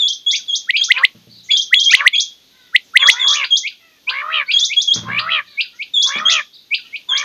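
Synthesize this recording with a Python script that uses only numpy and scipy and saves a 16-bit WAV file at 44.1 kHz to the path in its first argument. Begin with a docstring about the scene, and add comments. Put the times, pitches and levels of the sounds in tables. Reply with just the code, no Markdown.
"""Caged quails in a hard-walled shed

Quails call over one another: high peeps flick upward, lower chips jump and slide back, and the nearest
bird whips out whistles that overload the microphone; all are gliding tones with a few overtones.
Two-part rasping crows, about once a second in the later part, and short churrs are fluttering buzzes
through a mouth resonance. Bumps ring the wooden cage; faint whines, distant cheeps and room air lie below.
"""
import sys
import numpy as np
from scipy import signal
from scipy.fft import rfft, irfft
from scipy.io import wavfile
from scipy.ndimage import map_coordinates

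SR = 44100
rng = np.random.default_rng(int(sys.argv[2]) if len(sys.argv) > 2 else 0)


def store_pcm(level_fs):
    """Save levels as 16-bit WAV."""
    pcm = np.round(np.clip(level_fs, -1, 1) * 32767).astype(np.int16)
    wavfile.write(sys.argv[1], SR, np.atleast_2d(pcm).T)


N = 319284
TIME = np.arange(N) / SR  # s


def amp(db):
    """Decibels to gain."""
    return 10 ** (np.asarray(db) / 20)


def evened(x):
    """Scales to rms 1."""
    return x / np.sqrt(np.mean(x ** 2) + 1e-20)


def read(points, hz):
    """Reads a curve over frequency, interpolating on a log-frequency axis."""
    f, value = np.transpose(points)
    return np.interp(np.log(hz + 1), np.log(f + 1), value)


def coloured(x, points):
    """Filters by a spectrum in dB."""
    gain = amp(read(points, np.fft.rfftfreq(len(x), 1 / SR)))
    return irfft(rfft(x) * gain, len(x))


def waver(t, per_s):
    """Smooth random motion of about unit size, with per_s random points a second."""
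    return map_coordinates(rng.standard_normal(512), [(t - t[0]) * per_s], order=3, mode="wrap")


def step(t, over_s):
    """A smooth rise from 0 to 1, half way at t = 0."""
    return .5 + .5 * np.tanh(t / over_s)


def bump(x, width):
    """A bell curve of height 1 around x = 0."""
    return np.exp(-(x / width) ** 2)


def gate(t, attack_s, release_s):
    """Attack, hold and release."""
    edge = np.minimum((t - t[0]) / attack_s, (t[-1] - t) / release_s)
    return np.sin(np.pi / 2 * np.clip(edge, 0, 1)) ** 2


def add(mix, s, sound):
    """Mixes a sound in at time s, trimming what falls outside."""
    at = round(s * SR)
    sound = sound[max(-at, 0):]
    part = mix[max(at, 0):][:len(sound)]
    part += sound[:len(part)]


def calls(rows, voice):
    """Plays one call for each row; the voice returns its start relative to the row's time."""
    out = np.zeros(N)
    for s, *shape in rows:
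        lead, sound = voice(*shape)
        add(out, s + lead, sound)
    return out


def whistle(t, hz, db, overtones_db, jitter):
    """A nearly pure tone that follows a pitch and a level, with a few overtones."""
    hz = hz * (1 + jitter * waver(t, 350))
    phase = 2 * np.pi * np.cumsum(hz) / SR
    tone = np.sin(phase)
    for k, over_db in enumerate(overtones_db, 2):
        below_nyquist = k * hz < SR / 2
        tone = tone + amp(over_db) * np.sin(k * phase) * below_nyquist
    return np.sqrt(2) * tone * amp(db)


def air(room_db=-55, hiss_db=-69, drift_db=1.5):
    """Gently drifting room noise and a thin band of electronic hiss, both filtered white noise."""
    # tone of the air in the shed: (frequency [Hz], relative level [dB])
    room_colour = [(18, -48), (32, -21), (100, -17), (260, -12), (420, -16), (1100, -24), (1800, -22),
                   (2800, -16), (3500, -12), (5400, -19), (6500, -19), (7600, -35), (10000, -32),
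                   (13300, -32), (15400, -32), (16000, -70)]
    band = [(12200, -40), (12500, -8), (12950, 0), (13150, -40)]  # Hz, relative dB
    room = evened(coloured(rng.standard_normal(N), room_colour)) * amp(drift_db * waver(TIME, 4.4))
    hiss = evened(coloured(rng.standard_normal(N), band))
    return amp(room_db) * room + amp(hiss_db) * hiss


def peep(length, pitch_hz, note_db, flick_db):
    """A held note sags, creeps up, then flicks up about an octave as it dies."""
    t = np.arange(-length - .003, .03, 1 / SR)
    # the sag of 9000 Hz/s ends 46 ms ahead of the flick, so a longer peep starts higher
    sag_hz = 9000 * np.maximum(-t - .046, 0)
    creep_hz = 260 * step(t + .016, .014)
    held_hz = pitch_hz + sag_hz + creep_hz
    top_hz = 7420 + 38 * flick_db  # softer flicks stop lower
    hz = held_hz + (top_hz - held_hz) * step(t - .0025, .007)

    along = np.clip(1 + t / length, 0, 1)
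    swell_db = 3.7 * np.sin(np.pi * along ** 1.4)
    dip_db = -3 * bump(hz - 4150, 400)  # as the flick sets off
    fade_db = -1450 * np.maximum(t - .007, 0)  # 1450 dB/s after a 7 ms hold
    db = note_db + (flick_db - note_db) * along ** 1.5 + swell_db + dip_db + fade_db
    octave_db = -27 - 9 * step(t - .0025, .007)  # the overtone weakens in the flick
    return t[0], whistle(t, hz, db, (octave_db, -54), jitter=.0035) * gate(t, .011, .003)


def echoes(x, t60s, delay):
    """Sparse reflections of random sign in three patterns that take turns; each band dies at its own speed."""
    out = np.zeros(N)
    for k in range(3):
        taps = rng.choice([-1., 1.], SR) * (rng.random(SR) < 1 / 10) * (TIME[:SR] > delay)
        hz, t, bands = signal.stft(taps, SR, nperseg=128)
        decay = amp(-60 * t / read(t60s, hz)[:, None])
        tail = signal.istft(bands * decay, SR, nperseg=128)[1]
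        # the three squared shares always add up to one
        share = np.sqrt(2 / 3) * np.cos(np.pi * (TIME + k / 3))
        out += signal.fftconvolve(x * share, tail / np.linalg.norm(tail))[:N]
    return out


def chip(length, pitch_hz, note_db, flick_db):
    """A swelling low note bends up, jumps to its top, then slides faintly back down."""
    top_hz, end_hz = 4950, 1450
    t = np.arange(-length - .003, .065, 1 / SR)
    held_hz = pitch_hz + 700 * np.clip(1 + t / length, 0, 1) ** 2.1
    flick = step(t, .0035)
    slide = step(t - .026, .009)
    hz = held_hz + (top_hz - held_hz) * flick + (end_hz - top_hz) * slide

    after = np.maximum(t, 0)
    # a fast fade of 1450 dB/s gives way to the faint slide, which fades at 420 dB/s
    fade_db = np.maximum(-1450 * after, -19 - 420 * after)
    db = note_db + (flick_db - note_db) * flick + fade_db
    # the note swells over 0.8 of its length
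    return t[0], whistle(t, hz, db, (-35, -43), jitter=.007) * gate(t, .8 * length, .004)


def cheep(length, top_hz, db):
    """A quavering note that arches and falls; the quaver is a fast random waver of its pitch."""
    t = np.arange(0, length, 1 / SR)
    arch = [0, length / 4, length]
    hz = top_hz * np.interp(t, arch, [.92, 1, .82])
    level_db = db + np.interp(t, arch, [-12, 0, -6])
    return 0, whistle(t, hz, level_db, (-28,), jitter=.094) * signal.windows.tukey(len(t), .2)


def whip(level_db, pitch_hz, opening_db, noise_db=-26):
    """A soft low opening swells into a loud whistle that whips upward; thin treble noise follows its level."""
    # colour of the treble noise heard around the whistle: (frequency [Hz], relative level [dB])
    noise_colour = [(800, -25), (3000, -8), (7000, -3), (10500, 3), (12500, -9), (14500, -3)]
    first_hz, cut_s = 1300, .004
    t = np.arange(-.042, cut_s / 2, 1 / SR)
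    # the whistle keeps climbing at 12000 Hz/s through its loudest moment, passing pitch_hz at -8 ms
    held_hz = pitch_hz + 12000 * (t + .008)
    bend = step(t + .024, .009)  # from the low opening up to the pitch
    flick_hz = 3300 * step(t + .0005, .0034)
    hz = first_hz + (held_hz - first_hz) * bend + flick_hz

    db = level_db + opening_db * step(-t - .0185, .0055)
    db = db - 7 * bump(hz - 2320, 170)  # the level dips as the pitch passes 2320 Hz
    noise = amp(db + noise_db) * coloured(rng.standard_normal(len(t)), noise_colour)
    return t[0], (whistle(t, hz, db, (-40, -46), jitter=.0032) + noise) * gate(t, .014, cut_s)


def rasp(t, hz, flutter_hz, gape_hz, swing=.042, depth=.4, throb=.21, width_hz=230, low_db=-13,
         kick_db=1, ring_s=.004):
    """A buzz with a fast flutter rings a mouth resonance that rises from the second harmonic as the beak opens."""
    mouth_hz = 2 * hz + gape_hz
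    flutter = 2 * np.pi * np.cumsum(flutter_hz * (1 + .0069 * waver(t, 40))) / SR
    buzz_hz = hz * (1 + swing * np.sin(flutter) + .0032 * waver(t, 300))
    phase = 2 * np.pi * np.cumsum(buzz_hz) / SR

    k = np.arange(1, 9)[:, None]  # harmonic numbers
    # the mouth picks out one or two harmonics; the throat always passes those near 1150 Hz
    mouth = 1 / (1 + ((k * hz - mouth_hz) / width_hz) ** 2) ** .7
    throat = amp(low_db) / (1 + ((k * hz - 1150) / 200) ** 2)
    tilt = amp(read([(550, -5), (1100, -1.5), (3900, 1), (5000, -15)], k * hz))
    gains = (mouth + throat) * tilt
    gains = gains / np.linalg.norm(gains, axis=0)
    # the flutter splits each harmonic into close lines
    split = 1 + depth * np.cos(2 * flutter + 1.21 * k)
    buzz = (gains * split * np.sin(k * phase)).sum(0)

    # each flap also kicks the mouth, which rings at its own pitch
    age = flutter % (2 * np.pi) / (2 * np.pi * flutter_hz)  # s since the flap
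    kick = np.exp(-age / ring_s) * abs(np.sin(flutter / 2)) ** .47 * np.sin(2 * np.pi * mouth_hz * age)
    # a higher mouth resonance throbs harder
    beats = np.exp(throb * np.cos(flutter - 1) * mouth_hz / 2500)
    return evened(coloured((buzz + 2 * amp(kick_db) * kick) * beats, [(300, -12), (520, 0)]))


def churr(level_db, pitch_hz):
    """A short rasp through a closing beak, with an accent when it is half shut."""
    t = np.arange(-.047, .062, 1 / SR)
    db = level_db + 8 * bump(t, .011)
    gape_hz = 2050 * step(-t, .022)
    sound = rasp(t, pitch_hz + 900 * t, 87, gape_hz)  # climbs 900 Hz/s, flutters at about 87 Hz
    return t[0], amp(db) * sound * gate(t, .014, .014)


def cage(rattle_t60=.38):
    """Each bump rings the damped modes of the wooden frame and briefly rattles the wire."""
    # bumps: (time [s], ring level [dB], rattle level [dB], lowest mode that is shaken [Hz])
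    bumps = [(1.149, -39.5, -60.5, 110), (1.27, -39.5, -77.5, 100), (1.369, -52.5, -81.5, 100),
             (4.932, -34, -46, 150), (4.958, -24, -36, 80), (5.029, -29, -43.5, 70),
             (5.082, -29, -32.5, 100), (5.164, -35.5, -62, 90), (6.153, -24.5, -33.5, 190),
             (6.241, -39.5, -59, 190)]
    # modes of the wood ahead of a small random detune: (frequency [Hz], relative level [dB], t60 [s])
    wood = [(82, -5.5, 0.94), (111.6, 4, 0.55), (129, -3, .35), (169.8, -2.5, 0.68), (202.5, -3.5, 0.54),
            (234.2, -2.5, 0.27), (331, -8, 0.18), (452, -7.5, 0.079), (580, -13.5, 0.13)]
    wire = [(40, -24), (200, -3.5), (700, -10), (1400, -6), (3000, -18.5), (9000, -46.5)]  # Hz, dB
    out, t = np.zeros(N), np.arange(SR // 2) / SR
    for s, db, rattle_db, low_hz in bumps:
        ring = np.zeros(len(t))
        for hz, mode_db, t60 in wood:
            level = amp(mode_db - 60 * t / t60) / (1 + (low_hz / hz) ** 8)
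            cycles = hz * rng.uniform(.99, 1.03) * t + rng.random()
            ring += level * np.sin(2 * np.pi * cycles)
        rattle = evened(coloured(rng.standard_normal(len(t)), wire))
        sound = amp(db) * ring + amp(rattle_db - 60 * t / rattle_t60) * rattle
        add(out, s, sound * (1 - np.exp(-t / .0017)))  # soft onset
    return out


def whine(length, first_hz, last_hz, db):
    """A soft, nasal, slowly sliding note, strongest on its third and fourth harmonics."""
    t = np.arange(0, length, 1 / SR)
    hz = np.linspace(first_hz, last_hz, len(t))
    level_db = np.linspace(db - 14, db - 21.5, len(t))
    return 0, whistle(t, hz, level_db, (2, 13, 13, 1), jitter=.029) * signal.windows.tukey(len(t), .4)


def crow(level_db, top_hz, gape):
    """The pitch climbs and droops while the beak opens twice; the wider the beak, the louder."""
    # the beak's two openings: (opens at [s], opening takes [s], shuts at [s], shutting takes [s],
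    # rise of the mouth resonance before the gape factor [Hz])
    gapes = [(-.1, .026, -.009, .008, 1080), (.095, .02, .183, .05, 1900)]
    after_s, peak_s = .217, .085
    t = np.arange(-.167, after_s, 1 / SR)
    late = np.maximum(t - peak_s, 0) / (after_s - peak_s)
    hz = top_hz - 620 * np.maximum(peak_s - t, 0) - 120 * late ** 2  # climbs 620 Hz/s, droops 120 Hz
    gape_hz = 0
    for opens, opening, shuts, shutting, rise_hz in gapes:
        gape_hz = gape_hz + gape * rise_hz * step(t - opens, opening) * step(shuts - t, shutting)
    # the flutter quickens as the second part begins, then settles
    flutter_hz = np.where(t < 0, 64.5, 71 + 24 * bump(t, .055))
    db = level_db + 22 * t + .006 * gape_hz
    return t[0], amp(db) * rasp(t, hz, flutter_hz, gape_hz) * gate(t, .055, .04)


def scene():
    """The nearest bird is almost dry; the other calls bring cage walls or shed, the cheeps only echoes."""
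    # all levels below are ahead of the mix and the microphone
    # high peeps: (time of the flick [s], length before it [s], pitch [Hz], note level [dB], flick level [dB])
    peep_rows = [(.082, .086, 3335, -13, -19.5), (.128, .049, 3156, -21.5, -25.5),
                 (.313, .05, 3320, -11.5, -18.5), (.357, .055, 3250, -25, -19.5),
                 (.555, .075, 3220, -19, -17), (.838, .066, 3200, -17.5, -15.5),
                 (1.571, .066, 3320, -9, -18), (1.618, .059, 3175, -16, -22),
                 (1.798, .056, 3320, -10.5, -18), (1.84, .087, 3184, -22, -17),
                 (1.909, .067, 3200, -17.5, -15), (2.202, .071, 3252, -15.5, -14.5),
                 (3.072, .075, 3300, -15, -15.5), (3.112, .055, 3314, -9.5, -19),
                 (3.28, .086, 3325, -16, -17.5), (3.306, .041, 3287, -10, -19),
                 (3.336, .04, 3210, -15, -16), (3.57, .064, 3222, -12, -15.5),
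                 (4.593, .06, 3248, -10, -17.5), (4.647, .04, 3364, -11.5, -16),
                 (4.817, .053, 3297, -12, -18), (4.939, .066, 3215, -12.5, -16),
                 (6.025, .088, 3320, -14, -15.5), (6.072, .049, 3314, -13, -18),
                 (6.183, .045, 3285, -22, -33), (6.3, .047, 3220, -8.5, -18),
                 (6.319, .029, 3330, -19, -14.5), (7.175, .087, 3190, -17, -18.5)]
    # lower chips: (time of the flick [s], length before it [s], pitch [Hz], note level [dB], flick level [dB])
    chip_rows = [(.355, .03, 2040, -20.5, -19), (.768, .04, 2200, -13, -13), (.985, .031, 2250, -18, -28),
                 (1.515, .028, 2064, -20.5, -15), (1.93, .041, 2200, -12.5, -14),
                 (2.157, .034, 2166, -18, -27), (3.445, .035, 2100, -18, -18),
                 (3.677, .047, 2050, -20, -23), (4.098, .028, 2300, -14.5, -19),
                 (4.517, .04, 2184, -15.5, -15), (4.737, .045, 2093, -19, -27),
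                 (5.193, .032, 2280, -14.5, -16), (5.611, .04, 2217, -14.5, -15),
                 (5.828, .041, 2122, -22, -32), (6.747, .041, 2200, -13.5, -15),
                 (6.964, .04, 2127, -23, -35)]
    # cheeps from farther cages: (time [s], length [s], top of the arch [Hz], level [dB])
    cheep_rows = [(.44, 0.055, 4870, -49.5), (1.28, 0.14, 4475, -44.5), (1.42, .08, 6600, -49.5),
                  (2.4, 0.19, 4220, -58.5), (2.56, .12, 3960, -54.5), (2.82, 0.077, 6310, -58.5),
                  (4.45, .1, 4420, -38), (5.44, .14, 4190, -46), (5.74, 0.043, 6000, -53.5),
                  (6.52, 0.055, 4320, -41), (6.84, 0.036, 2960, -42)]
    # near whips: (time of the flick [s], level [dB], pitch [Hz], low opening relative to the level [dB])
    whip_rows = [(.709, -8.5, 2030, -36), (.922, -3, 2100, -29), (1.053, -2.5, 2080, -27),
                 (1.745, -2, 2060, -38), (1.953, -1, 2080, -27), (2.08, -1, 2060, -23),
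                 (2.765, -2.6, 2060, -38), (2.975, -1, 2080, -28), (3.103, -1, 2080, -25)]
    # churrs between two whips: (time when the beak is half shut [s], level [dB], pitch [Hz])
    churr_rows = [(.977, -27.5, 510), (2.007, -25, 560), (3.029, -24, 548)]
    # faint whines: (time [s], length [s], first pitch [Hz], last pitch [Hz], level setting [dB])
    whine_rows = [(2.5, 0.3, 530, 460, -58), (3.78, 0.23, 690, 590, -55), (4.42, .25, 520, 453, -48.5),
                  (5.42, 0.25, 649, 491, -51), (5.72, .07, 447, 509, -56.5), (6.83, 0.12, 447, 496, -60)]
    # crows: (time of the beak's closing between the parts [s], level [dB], top pitch [Hz], gape factor)
    crow_rows = [(3.256, -32.5, 595, 1.0), (4.229, -29, 642, 1.02), (5.206, -28, 660, 1.05),
                 (6.211, -28.5, 665, 1.04), (7.24, -30.5, 649, 1.08)]
    # ring of the shed: (frequency [Hz], t60 [s])
    shed = [(500, .5), (2000, 0.18), (3500, 0.41), (7000, 0.25), (12000, 0.13)]
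    # colour of the microphone: (frequency [Hz], level [dB])
    microphone = [(100, -9.5), (1000, 3.5), (3300, 0), (5000, 0.5), (6900, 1), (7400, 0), (10000, -6.5),
                  (12000, -9), (15000, -9)]
    walls = [(1500, .11), (3300, .13), (6500, .17), (10000, .073)]  # ring of the cage walls: Hz, t60 s

    peeps, chips, whips = calls(peep_rows, peep), calls(chip_rows, chip), calls(whip_rows, whip)
    buzzes = calls(crow_rows, crow) + calls(churr_rows, churr)
    whines, cheeps = calls(whine_rows, whine), calls(cheep_rows, cheep)

    direct = amp(-2) * peeps + amp(-1) * chips + whips + buzzes + amp(-5.5) * whines + cage()
    to_walls = amp(-6) * peeps + amp(-6.5) * chips + amp(-22) * whips
    to_walls += amp(-13) * buzzes + amp(-3) * whines + amp(-2) * cheeps
    to_shed = amp(-22.5) * peeps + amp(-23) * chips + amp(-54) * whips
    to_shed += amp(-37.5) * buzzes + amp(-7.5) * cheeps
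    wet = echoes(to_walls, walls, delay=.004) + echoes(to_shed, shed, delay=.04)
    return (coloured(direct + wet, microphone) + air())[None]


def record(dry, ceiling=1.04, knee=24, edge_hz=15600):
    """The loudest whistles flatten against the ceiling; then a low-pass sets the band limit."""
    fine = signal.resample_poly(dry, 2, 1, axis=1)  # oversampled to limit aliasing
    flattened = fine / (1 + abs(fine / ceiling) ** knee) ** (1 / knee)
    clipped = signal.resample_poly(flattened, 1, 2, axis=1)
    low_pass = signal.firwin(511, edge_hz, window=("kaiser", 9), fs=SR)
    return signal.oaconvolve(clipped, low_pass[None], "same")


dry = scene()
out = record(dry)
store_pcm(out)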